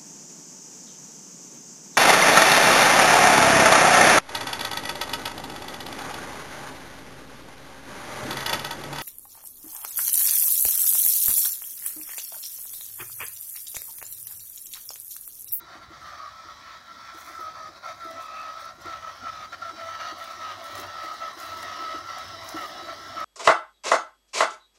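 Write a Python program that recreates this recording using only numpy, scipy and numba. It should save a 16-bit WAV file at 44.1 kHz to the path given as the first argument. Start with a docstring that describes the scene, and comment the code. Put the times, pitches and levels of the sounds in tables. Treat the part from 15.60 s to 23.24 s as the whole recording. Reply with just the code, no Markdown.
"""A small robot mower sings and rattles over a lawn towards the listener, ending about a metre away.
Its wheel gears make a wavering tone and rattling tooth hits, which surge as bumps load them.
Motors rasp and hum, their drivers whistle at a nearly fixed pitch, and the chassis knocks and drums.
Grass and leaves rustle, snap and crackle under the tyres, over a low outdoor rumble.
Tones are built from sine waves; rasps, rustles and rumble are filtered chance."""
import sys
import numpy as np
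from scipy import signal
from scipy.fft import rfft, irfft
from scipy.io import wavfile
from scipy.ndimage import uniform_filter1d, map_coordinates
from numba import njit

SR = 44100
rng = np.random.default_rng(int(sys.argv[2]) if len(sys.argv) > 2 else 0)


def materialize(psi):
    """Save the field psi as 16-bit PCM at rate SR to the path in sys.argv[1].

    A 1-D psi becomes a single channel; in a 2-D psi each row is a channel.
    """
    bounded = np.clip(np.atleast_2d(psi).T, -1, 1)
    quanta = np.round(bounded * 32767).astype(np.int16)
    wavfile.write(sys.argv[1], SR, quanta)


N = 337083  # length of the scene in samples

TEETH = 20  # tooth meetings per turn of the motor shaft
LAWN_DB = -63.5  # base level of short grass at 1 m; rustle and crackle each add their own trim
# A wheel climbs a bump and its gears surge; the sag is the one midway, before inertia smooths it:
# (time [s], length [s], whine level [dB], rattle level [dB], sag of the tooth-mesh rate [Hz])
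BUMP_CLIMBS = [(0.087, 0.077, -49.5, -55, 3.5), (0.211, 0.041, -53, -57, 80), (0.306, 0.052, -52, -61, 135),
               (0.406, 0.16, -49.5, -51.5, 98), (0.577, .11, -42, -50, 140), (0.739, 0.13, -52, -64, 61),
               (0.835, 0.095, -45, -56, 81), (1.021, 0.15, -48.5, -52, 67),
               (1.278, 0.049, -44.5, -58, 32.5), (1.379, 0.25, -50, -52.5, 32),
               (1.66, 0.13, -45.5, -56, 50), (1.77, 0.14, -36, -49, 110), (1.953, 0.14, -40, -50, 120.5),
               (2.238, 0.097, -41, -47.5, 92.5), (2.4, 0.125, -39.5, -53, 56),
               (2.527, 0.24, -42, -51.5, 79), (2.716, 0.22, -38, -49, 88), (2.947, 0.15, -40, -52.5, 52),
               (3.251, 0.14, -39, -48.5, 77), (3.425, 0.029, -36, -47, 80), (3.46, 0.047, -36, -46.5, 100),
               (3.633, 0.037, -38, -53, 59.5), (3.664, 0.041, -33.5, -44, 94),
               (3.717, 0.15, -41.5, -48, 113), (3.924, 0.026, -36, -44.5, 0),
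               (4.016, 0.025, -37, -49, 60.5), (4.043, 0.07, -38, -44.5, 75),
               (4.181, 0.2, -40.5, -46.5, 57.5), (4.386, 0.15, -38.5, -42, 105.5),
               (4.544, 0.23, -42.5, -46.5, 42), (4.795, 0.15, -36.5, -44, 116.5),
               (5.019, .29, -44.5, -44.5, 62), (5.336, 0.22, -36.5, -48.5, 92),
               (5.608, 0.085, -37.5, -43.5, 74), (5.807, .22, -40, -49, 59),
               (6.017, 0.16, -39.5, -47.5, 111.5), (6.183, 0.22, -34, -46, 72.5),
               (6.462, .17, -38, -48.5, 64.5), (6.7, 0.21, -71, -71, 55.5),
               (6.964, 0.033, -31, -40.5, 69.5), (7.002, 0.063, -35, -43, 184.5),
               (7.102, 0.13, -55, -52, 60.5), (7.282, 0.056, -38, -47.5, 59),
               (7.371, 0.19, -45.5, -70, 41.5), (7.565, 0.092, -32.5, -45.5, 99)]
# The wheels roll off a bump and the gears run quietly:
# (time [s], length [s], drop of the grinding [dB])
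QUIET_COASTS = [(0.02, 0.066, 2), (0.19, 0.03, 2.5), (.25, 0.075, 4.5), (1.19, 0.06, 2), (2.095, 0.057, 3),
                (2.185, 0.041, 4), (2.355, 0.047, 3.5), (3.115, 0.095, 5), (3.865, 0.05, 4.5),
                (3.96, 0.053, 3.5), (4.125, 0.032, 2), (5.72, 0.052, 3.5), (6.4, 0.075, 2.5)]


def undb(db):
    """Turn decibels into a plain factor."""
    return 10 ** (np.asarray(db) / 20)


def unit(x):
    """Scale to rms 1."""
    return x / np.sqrt(np.mean(x ** 2))


def curve(rows):
    """Join (time [s], value) rows by straight lines."""
    return np.interp(np.arange(N) / SR, *np.transpose(rows))


def walk(rate):
    """Smooth chance of rms 1, heading for a new value about 'rate' times a second."""
    step = int(SR / rate)
    held = np.repeat(rng.standard_normal(N // step + 1), step)
    smooth = uniform_filter1d(uniform_filter1d(held, step), step)
    return unit(smooth[:N])


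def swells(rows):
    """Rise, hold and fall for each (time [s], length [s], height) row; the highest one counts."""
    attack_share, release_share = .28, .3  # of the length: broad bumps load the wheel more gently
    out = np.zeros(N)
    for s, length, height in rows:
        span = np.arange(max(int((s - length) * SR), 0), min(int((s + 2 * length) * SR), N))
        along = (span / SR - s) / length
        # half height is reached at the start and at the end
        shape = np.minimum(along / attack_share, (1 - along) / release_share) + .5
        out[span] = np.maximum(out[span], height * np.clip(shape, 0, 1))
    return out


def colour(x, points):
    """Filter with a (frequency [Hz], relative level [dB]) shape, using no future sound."""
    hz, db = np.transpose(points)
    size = 1024
    grid_db = np.interp(np.log(np.fft.rfftfreq(size, 1 / SR) + 1), np.log(hz), db)
    # fold the cepstrum so that the filter responds as early as it can
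    cepstrum = irfft(np.log(undb(grid_db)))
    cepstrum[1:size // 2] *= 2
    cepstrum[size // 2 + 1:] = 0
    response = irfft(np.exp(rfft(cepstrum)))
    return signal.fftconvolve(x, response / np.linalg.norm(response))[:len(x)]


def resonate(x, hz, width):
    """One resonance, gain 1 at its centre."""
    return signal.lfilter(*signal.iirpeak(hz, hz / width, fs=SR), x)


def resonate_twice(x, hz, width):
    """The same resonance two times over, for steeper flanks."""
    return resonate(resonate(x, hz, width), hz, width)


@njit
def sweep(x, hz, width):
    """A moving resonance, gain 1 at its centre."""
    y, band, low = np.empty(len(x)), 0., 0.
    for i in range(len(x)):
        g, k = np.tan(np.pi * hz[i] / SR), width[i] / hz[i]
        v = (band + g * (x[i] - low)) / (1 + g * (g + k))
        band, low, y[i] = 2 * v - band, low + 2 * g * v, k * v
    return y


def shimmer(x, depth_db, width_hz, per_s):
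    """Neighbouring bands swell and fade on their own, as different parts take turns; rms 1."""
    size = 512
    _, _, bands = signal.stft(x, nperseg=size)
    rows, frames = np.indices(bands.shape)
    places = [rows * SR / size / width_hz, frames * (size // 2) / SR * per_s]
    chance = map_coordinates(rng.standard_normal((256, 512)), places, order=3, mode="mirror")
    _, moving = signal.istft(bands * undb(depth_db * np.clip(chance, -2, 2)))
    return unit(moving[:N])


def add(out, s, sound):
    """Mix a sound in at time s."""
    i = max(int(s * SR), 0)
    out[i:i + len(sound)] += sound[:max(N - i, 0)]


def mesh_rate(wander=.006, deepen=.3, race_hz_per_db=10):
    """Teeth per second: the motor sags further along each climb and races on coasts, with inertia."""
    free_hz, inertia_s = 1368.6, .048  # rate without load; how slowly the motor follows the load
    t = np.arange(N) / SR
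    sags = []
    for s, length, _, _, hz in BUMP_CLIMBS:
        deeper = 1 + deepen * np.clip((t - s) / length - .5, -.5, 1)
        sags.append(swells([(s, length, hz)]) * deeper)
    pull = race_hz_per_db * swells(QUIET_COASTS) - np.max(sags, axis=0)
    keep = np.exp(-1 / (inertia_s * SR))
    slowed = signal.lfilter([1 - keep], [1, -keep], pull)
    return (free_hz + slowed) * (1 + wander * walk(22))


def gear_load(grind, flutter_db=0.45, jitter_db=1.5, slack_db=3, wobble_db=1):
    """Strength of whine and rattle: low and fitful while teeth are slack, surging on each climb."""
    free_whine_db, free_rattle_db = -46.5, -49.5  # on level ground, at 1 m
    singing = swells([(s, length, undb(db)) for s, length, db, _, _ in BUMP_CLIMBS])
    shaking = swells([(s, length, undb(db)) for s, length, _, db, _ in BUMP_CLIMBS])
    fitful = unit(undb(slack_db * np.minimum(walk(120), 2)))
    idle_whine = undb(free_whine_db) * grind * fitful
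    idle_rattle = undb(free_rattle_db + wobble_db * walk(13)) * grind
    force = np.hypot(singing, idle_whine) * undb(flutter_db * walk(45))
    shake = np.hypot(shaking, idle_rattle) * undb(jitter_db * walk(35))
    return force, shake


def whine(shaft, force, waver_db=2.5, stiffness=0.45, chatter_db=1.77):
    """The tooth-mesh tone, with wavering side lines from a slightly eccentric pinion in loose gears."""
    # lines of the whine, before their swing is limited:
    # (multiple of the motor shaft rate, relative level [dB])
    lines = [(10, -14), (17, -22.5), (19, -5.5), (20, 3), (21, -14), (30, -20.5)]
    slip = .1  # waver of every line's phase [rad]
    tone = 0
    for order, line_db in lines:
        side = round(order) != TEETH
        phase = 2 * np.pi * round(order) * shaft + slip * walk(130) + side * 1.4 * walk(12)
        level_db = line_db + side * waver_db * np.minimum(walk(21), 1)
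        tone = tone + undb(level_db) * np.exp(1j * phase)
    # stiff teeth limit the swing, so part of the beat becomes vibrato
    limited = tone.real / (np.abs(tone) + 0.091) ** stiffness
    return unit(limited * undb(chatter_db * walk(220))) * force


def tooth_hits(shaft, scatter_db=2.5, lope=0.046):
    """Each tooth lands partly as it did a turn before, giving fine lines at multiples of shaft rate."""
    memory, jitter_s = .5, .00006
    at = np.flatnonzero(np.diff(np.floor(shaft * TEETH)))
    shift, landing, strength = rng.standard_normal((len(at), 3)).T
    fit = signal.lfilter([1], np.r_[1, np.zeros(TEETH - 1), -memory], landing)
    places = np.clip(at + (shift * jitter_s * SR).astype(int), 0, N - 1)
    hits = np.zeros(N)
    hits[places] = np.tanh(fit) * undb(scatter_db * np.clip(strength, -2, 2))
    return unit(hits * (1 + lope * np.sin(2 * np.pi * shaft)))


def rattle(shaft, force, shake, housing_db=3, click_follow=0.015, ring_follow=0.018):
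    """Tooth hits ring the housing and click brightly; both lean slightly on quick changes of load."""
    # resonances of the gear housing: (frequency [Hz], basic width [Hz], relative level [dB])
    housing = [(584.7, 56, -1), (661.5, 67, 0.5), (725, 101, 0), (1026, 125, -9), (1140, 173, -5.5),
               (1314.5, 93, 2.5), (1727, 180, -11.5), (1886, 95, -4.5), (2140, 140, -13)]
    # level added to the housing's low resonances: (time [s], level [dB])
    low_ring = [(0, -3), (0.8, -7.5), (1.35, -13.5), (1.9, -2), (3.5, -2.5), (4.7, -3), (5.6, -1.5),
                (6.3, -2), (6.85, -1.5), (7.04, 2), (7.2, 2), (7.64, -0.5)]
    # tone colour of the clicks: (frequency [Hz], relative level [dB])
    click_colour = [(200, -22), (450, -18), (1550, 10.5), (2300, 8), (2750, 7.5), (3050, 7.5), (3300, 3),
                    (3850, 6), (4200, 0.5), (4550, 7.5), (4950, -15), (5250, -2.5), (6200, -3.5),
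                    (7800, -19.5)]
    jump = force / uniform_filter1d(force, SR // 8)
    low_gain = undb(curve(low_ring))
    ring = 0
    for hz, width, db in housing:
        mode = undb(db) * resonate_twice(tooth_hits(shaft), hz, 1.28 * width)
        ring = ring + mode * (low_gain if hz < 850 else 1)
    ring = shimmer(ring, depth_db=2, width_hz=133.4, per_s=24)
    click = shimmer(colour(tooth_hits(shaft), click_colour), depth_db=3.5, width_hz=150, per_s=11)
    return (undb(housing_db) * ring * jump ** ring_follow + click * jump ** click_follow) * shake


def motors(shaft, grind, running_db=-44):
    """Brushes and bearings rasp on, pulsing twice a turn and easing when the wheels coast."""
    # tone colour of the rasp: (frequency [Hz], relative level [dB])
    running = [(120, -36.5), (230, -6.5), (320, -7), (450, -17.5), (650, -6), (860, -5), (1110, 1.5),
               (1500, -8.5), (1950, -6.5), (2600, -18.5), (3300, -7.5), (4550, -10), (4920, -8.5),
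               (5350, -9.5), (7400, -26), (10000, -33)]
    pulse = 1 + 0.087 * np.sin(2 * np.pi * 2 * shaft)
    rasp = colour(rng.standard_normal(N) * pulse, running)
    return grind * undb(running_db) * shimmer(rasp, depth_db=5.0, width_hz=85, per_s=11)


def dull(x, depth=0.8, hz=3500, width_hz=3200):
    """Unloaded gears lose their bright edge while the wheels coast."""
    # depth: dB of dulling per dB of coasting
    return x + (undb(-depth * swells(QUIET_COASTS)) - 1) * resonate(x, hz, width_hz)


def hollow(x):
    """The gear noise changes with the angle: a hollow drifts and fills in, resonances come and go."""
    # the drifting hollow: (time [s], centre [Hz], width [Hz], depth [0-1])
    hollow_path = [(0, 2720, 800, 0.77), (1.3, 2770, 750, 0.8), (2.301, 2891, 750, 0.98),
                   (3.1, 2780, 690, 0.55), (3.8, 2800, 550, 0.33), (4.5, 2460, 454, 0.6),
                   (6, 2479, 451, 0.46), (7.64, 2513, 550.4, 0.59)]
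    # resonances that stand out for a while; a negative boost has no effect:
    # (time [s], length [s], centre [Hz], width [Hz], boost [dB])
    facets = [(0, 6.4, 5860, 300, 3.5), (2.6, 0.25, 2596, 170, 10.5), (3.697, 0.94, 6113, 298, 2.5),
              (4.3, 1.3, 3746, 220.5, -2), (5.3, 2.31, 1978, 159.9, 5), (5.9, 1.87, 5350, 520, 5),
              (6.3, 1.33, 2954, 170, 3.5)]
    times, *columns = np.transpose(hollow_path)
    hz, width, depth = (curve(list(zip(times, column))) for column in columns)
    x = x - np.clip(depth, 0, 1) * sweep(x, hz, width)
    boosts = 0
    for s, length, centre, wide, db in facets:
        boosts = boosts + (undb(swells([(s, length, db)])) - 1) * resonate(x, centre, wide)
    return x + boosts


def drone(shaft, trim_db=-2, third_db=-9, waver_db=3.5):
    """Under even load the slower gear stage hums at half the mesh rate, with its third harmonic."""
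    # when it drones, before the trim: (time [s], length [s], level [dB])
    drones = [(2.471, 0.17, -48.5), (4.175, 0.12, -43.5), (4.799, 0.12, -55), (5.006, 0.26, -49.5),
              (5.874, 0.23, -50), (6.721, 0.23, -48), (7.1, 0.49, -53)]
    phase = np.pi * TEETH * shaft
    base = np.sin(phase + 0.76 * walk(60))
    third = undb(third_db) * np.sin(3 * phase + .5 * walk(60))
    level = swells([(s, length, undb(db)) for s, length, db in drones])
    return np.sqrt(2) * (base + third) * level * undb(trim_db + waver_db * walk(30))


def other_wheel(slip=0.9, waver_db=2):
    """The other wheel labours: its gearbox drops out of step with the first and sings lower."""
    # when it labours: (time [s], length [s], level [dB], mesh rate [Hz])
    labours = [(0.428, 0.18, -48, 1192), (.6, 0.092, -45, 1140), (0.859, 0.21, -58, 1120)]
    t = np.arange(N) / SR
    tone = 0
    for s, length, db, hz in labours:
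        sine = np.sin(2 * np.pi * hz * t + slip * walk(60.4))
        tone = tone + swells([(s, length, undb(db))]) * sine
    return np.sqrt(2) * tone * undb(waver_db * walk(49.3))


def clacks(ring_s=0.01, crack_s=0.002, crack_db=-2, crack_hz=1700, crack_width_hz=1800):
    """Slack teeth slam together with a short crack and ring the housing."""
    # slams of the teeth: (time [s], peak level [dB], ringing [Hz])
    slams = [(2.799, -35, 1300), (2.816, -38, 1283), (3.258, -35, 1343), (3.3, -38, 1308),
             (3.425, -38, 1326), (3.929, -40, 1361), (4.015, -37, 1350), (6.029, -27, 1894)]
    out, t = np.zeros(N), np.arange(SR // 12) / SR
    for s, peak_db, hz in slams:
        crack = unit(resonate(rng.standard_normal(len(t)), crack_hz, crack_width_hz)) * np.exp(-t / crack_s)
        clack = np.sin(2 * np.pi * hz * t) * np.exp(-t / ring_s) + undb(crack_db) * crack
        add(out, s, clack / np.abs(clack).max() * undb(peak_db))
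    return out


def hum(trim_db=-1, hz=96, waver_db=2, blur_db=-5, blur_width_hz=45):
    """A low motor hum comes and goes, blurred by its own rumble."""
    # swells of the hum, before the trim: (time [s], length [s], level [dB])
    hums = [(1.847, 0.091, -63), (2.248, 0.39, -66), (3.418, 0.36, -62), (3.93, 0.51, -63),
            (4.746, 0.28, -64), (5.131, .18, -57.5), (5.847, 0.3, -57.5), (6.375, 0.2, -61),
            (6.661, 0.22, -57), (7.296, 0.31, -62)]
    tone = np.sqrt(2) * np.sin(2 * np.pi * hz * np.arange(N) / SR + 0.43 * walk(13))
    blur = unit(resonate_twice(rng.standard_normal(N), hz, blur_width_hz))
    level = swells([(s, length, undb(db)) for s, length, db in hums])
    return (tone + undb(blur_db) * blur) * level * undb(trim_db + waver_db * walk(15))


def drivers(trim_db=-2.5, fade_db=3.0, coast_lift=0.51):
    """The motor drivers whistle at a nearly fixed pitch, more strongly while the wheels coast."""
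    # lines of the whistle: (frequency [Hz], relative level [dB])
    driver_lines = [(3922, 7.5), (7844, -18), (9329, -18)]
    # level of the whistle, before trim and coasting: (time [s], level [dB])
    whistle_level = [(0, -59), (0.3, -63.5), (0.6, -66), (0.95, -62), (1.8, -65.5), (2.3, -62), (2.8, -63),
                     (3.5, -70), (3.85, -62), (4.4, -56), (5.5, -53.5), (6.4, -54.5), (7.3, -50.5),
                     (7.64, -70)]
    t = np.arange(N) / SR
    whistle = 0
    for hz, db in driver_lines:
        phase = 2 * np.pi * hz * t + 0.23 * walk(7.6) + 0.29 * walk(90)
        whistle = whistle + undb(db + fade_db * walk(40)) * np.sin(phase)
    level_db = curve(whistle_level) + trim_db + coast_lift * swells(QUIET_COASTS)
    return undb(level_db) * unit(whistle)


def knocks(trim_db=-1, contact_s=0.0032, chatter_s=0.02, chatter_db=-5,
           clatter_hz=380, clatter_width_hz=520):
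    """A bump gives the chassis a soft, quickly damped thud, and loose parts chatter against it."""
    # knocks, before the trim; each starts 3 ms earlier: (time [s], peak level [dB], pitch [Hz])
    bumps = [(0.152, -45, 320), (0.305, -42.5, 332), (0.852, -48, 332), (1.545, -42, 328),
             (1.694, -47, 355.6), (1.79, -42, 363), (2.088, -47.5, 332), (2.452, -38.5, 329),
             (3.182, -44, 337), (3.256, -35.5, 348), (3.277, -41, 324), (3.627, -42, 256.7),
             (4.135, -41.5, 324), (4.521, -38.5, 325.7), (5.188, -38.5, 372.7), (5.44, -37.5, 324),
             (5.768, -42, 336.2), (6.345, -33.5, 319.6), (6.944, -28.5, 318), (6.988, -41, 317),
             (7.222, -36, 342.3), (7.561, -40.5, 326.4)]
    # ringing modes: (multiple of the knock's pitch, time to fall 60 dB [s], relative level [dB])
    chassis = [(0.27, 0.19, -15), (0.76, 0.065, -18), (1, 0.086, 6), (1.17, 0.04, -15)]
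    out, t = np.zeros(N), np.arange(SR // 5) / SR
    for s, peak_db, hz in bumps:
        ring = 0
        for ratio, t60, mode_db in chassis:
            sine = np.sin(2 * np.pi * (hz * ratio * t + rng.random()))
            ring = ring + undb(mode_db - 60 * t / t60) * sine
        thud = ring * (1 - np.exp(-t / contact_s)) ** 2  # soft contact, slow start
        chatter = rng.standard_normal(len(t)) * t * np.exp(-t / chatter_s * 2)
        chatter = resonate_twice(chatter, clatter_hz, clatter_width_hz)
        knock = unit(thud) + undb(chatter_db) * unit(chatter)
        add(out, s - .003, knock / np.abs(knock).max() * undb(peak_db + trim_db))
    return out


def rolling(trim_db=-1, hz=335, width_hz=130):
    """Bumpy ground keeps the chassis panels drumming."""
    # level of the drumming, before the trim: (time [s], level [dB])
    drumming = [(0, -60), (1.2, -89), (1.8, -67), (3.4, -71), (4.1, -61.5), (4.75, -66), (5.17, -53.5),
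                (5.55, -65), (6.05, -52), (6.55, -59.5), (7.05, -52), (7.64, -55.5)]
    drum = resonate_twice(rng.standard_normal(N), hz, width_hz)
    return shimmer(drum, depth_db=5.5, width_hz=75.57, per_s=25) * undb(curve(drumming) + trim_db)


def stalk_snaps(snap_s=0.0013, tear_db=-18, tear_s=0.012, lead_s=0.0046):
    """Now and then a stalk snaps: a short crack, with fibres tearing before and after the break."""
    # snaps, before the blades' tone colour is put on: (time [s], peak level [dB])
    snap_times = [(1.6633, -35), (2.2652, -40), (2.5112, -36), (2.622, -39), (2.659, -36), (4.642, -29),
                  (5.0421, -30), (5.1534, -27.5), (5.1762, -40), (5.199, -27), (5.8016, -27), (5.8451, -48),
                  (5.972, -43), (6.0302, -26), (6.5842, -30), (6.6817, -38), (6.8899, -23), (7.6028, -30)]
    snaps, t = np.zeros(N), np.arange(-SR // 40, SR // 40) / SR
    for s, peak_db in snap_times:
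        tearing = np.exp(-np.abs(t) / np.where(t < 0, lead_s, tear_s))
        fibres = undb(tear_db) * tearing * rng.exponential(size=len(t))
        snap = (t >= 0) * np.exp(-np.abs(t) / snap_s)
        crack = rng.standard_normal(len(t)) * (snap + fibres)
        add(snaps, s + t[0], crack / np.abs(crack).max() * undb(peak_db))
    return snaps


def grass(near, trim_db=5, per_s=3500, scatter_db=3.4, brighten=0.46):
    """Thousands of blades flick past the tyres, brighter when crushed harder; stalks snap and crackle."""
    # tyres push through tufts and leaves, before the trim: (time [s], length [s], level [dB])
    tuft_rows = [(0.387, 0.16, -68.5), (1.55, 0.18, -56.5), (1.727, 0.15, -62), (2.254, 0.34, -67.5),
                 (2.599, 0.0753, -61.5), (2.986, 0.081, -60.5), (3.202, 0.04, -64), (4.202, .12, -64),
                 (4.568, 0.18, -61), (5.018, 0.27, -58.5), (5.171, 0.052, -50), (5.424, 0.048, -58.5),
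                 (5.479, 0.15, -62), (5.772, 0.13, -54.5), (5.889, 0.074, -58.5), (5.96, 0.079, -56),
                 (6.573, 0.13, -65), (6.832, 0.11, -55.5), (6.928, 0.2, -57.5)]
    # tone colour of blades and stalks: (frequency [Hz], relative level [dB])
    blade_colour = [(900, -33), (3000, -7), (6000, 17), (8000, 9), (9700, 11.5), (10500, 7), (11400, 13.5),
                    (13800, 7), (14700, 4), (15600, 15)]
    tufts = swells([(s, length, undb(db)) for s, length, db in tuft_rows])
    lawn = undb(LAWN_DB) * near ** 1.65
    crush_db = 20 * np.log10(np.maximum(tufts, lawn)) + 1.45 * walk(130)
    rustle = 0
    edges_hz = [800, 6000, 8500, 11000, 13500, 16000]
    heights = np.linspace(-1, 1, len(edges_hz) - 1)  # from the lowest band to the highest
    for low_hz, high_hz, height in zip(edges_hz, edges_hz[1:], heights):
        present = rng.random(N) < per_s / SR
        strength = undb(scatter_db * np.minimum(rng.exponential(size=N), 5))
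        flicks = unit(present * rng.choice([-1, 1], N) * strength)
        band_filter = signal.butter(3, (low_hz, high_hz), "band", fs=SR, output="sos")
        flicks = signal.sosfilt(band_filter, flicks)
        rustle = rustle + flicks * undb(brighten * height * np.clip(crush_db + 60.0, -10, 4))
    rustle = shimmer(rustle, depth_db=4.5, width_hz=300, per_s=60)
    blades = colour(rustle * undb(crush_db + trim_db) + stalk_snaps(), blade_colour)
    return blades + crackle(undb(crush_db))


def crackle(crush, trim_db=4, per_s=55, busier=1.2, scatter_db=4.5, cycles=9,
            low_hz=7000, high_hz=15500):
    """Single stiff blades and dry bits tick at their own pitch, more often where more is crushed."""
    tries = 12000  # possible ticks; luck decides which ones sound
    t = np.arange(SR // 100) / SR
    out = np.zeros(N)
    for when, luck, pitch, size, damping in rng.random((tries, 5)):
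        amount = crush[int(when * N)] / undb(LAWN_DB)
        if luck < per_s * N / SR / tries * amount ** busier:
            hz = low_hz + pitch * (high_hz - low_hz)
            tick = np.sin(2 * np.pi * hz * t) * np.exp(-t * hz / (cycles * (.2 + damping)))
            strength = undb(scatter_db * min(-np.log(1 - size), 3)) * np.sqrt(amount)
            add(out, when * N / SR, tick * strength)
    return out * undb(LAWN_DB + trim_db)


def garden(swell_db=2.0):
    """Low, uneven outdoor rumble: coloured noise with a wandering level."""
    # tone colour of the rumble: (frequency [Hz], relative level [dB])
    garden_colour = [(20, -24), (35, -15.5), (55, 0), (78, 0.5), (125, -5.5), (190, -9), (450, -31.5),
                     (2000, -17), (15000, -66)]
    # level of the rumble, before it wanders: (time [s], level [dB])
    rumble_level = [(0, -59), (0.7, -62), (1.2, -63), (1.9, -62), (2.8, -62), (3.8, -58), (4.4, -62.5),
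                    (5.3, -62.5), (5.75, -59), (6.3, -62.5), (6.8, -60), (7.64, -62.5)]
    rumble = colour(rng.standard_normal(N), garden_colour)
    return rumble * undb(curve(rumble_level) + swell_db * walk(7))


def scene():
    """Gears, motors, chassis and grass over a quiet garden."""
    # the robot comes closer: (time [s], distance [m])
    distance = [(0, 2.28), (2.5, 1.74), (4, 1.516), (5, 1.316), (6, 1.04), (7.64, 1.12)]
    near = 1 / curve(distance)
    grind = near * undb(-swells(QUIET_COASTS))
    shaft = np.cumsum(mesh_rate() / TEETH) / SR  # turns of the motor shaft
    force, shake = gear_load(grind)
    gear_noise = hollow(dull(rattle(shaft, force, shake) + motors(shaft, grind)))
    gear_tones = whine(shaft, force) + drone(shaft) + other_wheel()
    drive = gear_tones + gear_noise + clacks() + hum() + drivers()
    chassis_sound = knocks() + rolling()
    return (drive + chassis_sound + grass(near) + garden())[None]


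def record(dry, low_cut_hz=38, top_hz=15750):
    """The recorder cuts the deepest bass and the top."""
    dry = signal.sosfilt(signal.butter(4, low_cut_hz, "high", fs=SR, output="sos"), dry)
    return signal.sosfilt(signal.ellip(12, .2, 70, top_hz, fs=SR, output="sos"), dry)


dry = scene()
out = record(dry)
materialize(out)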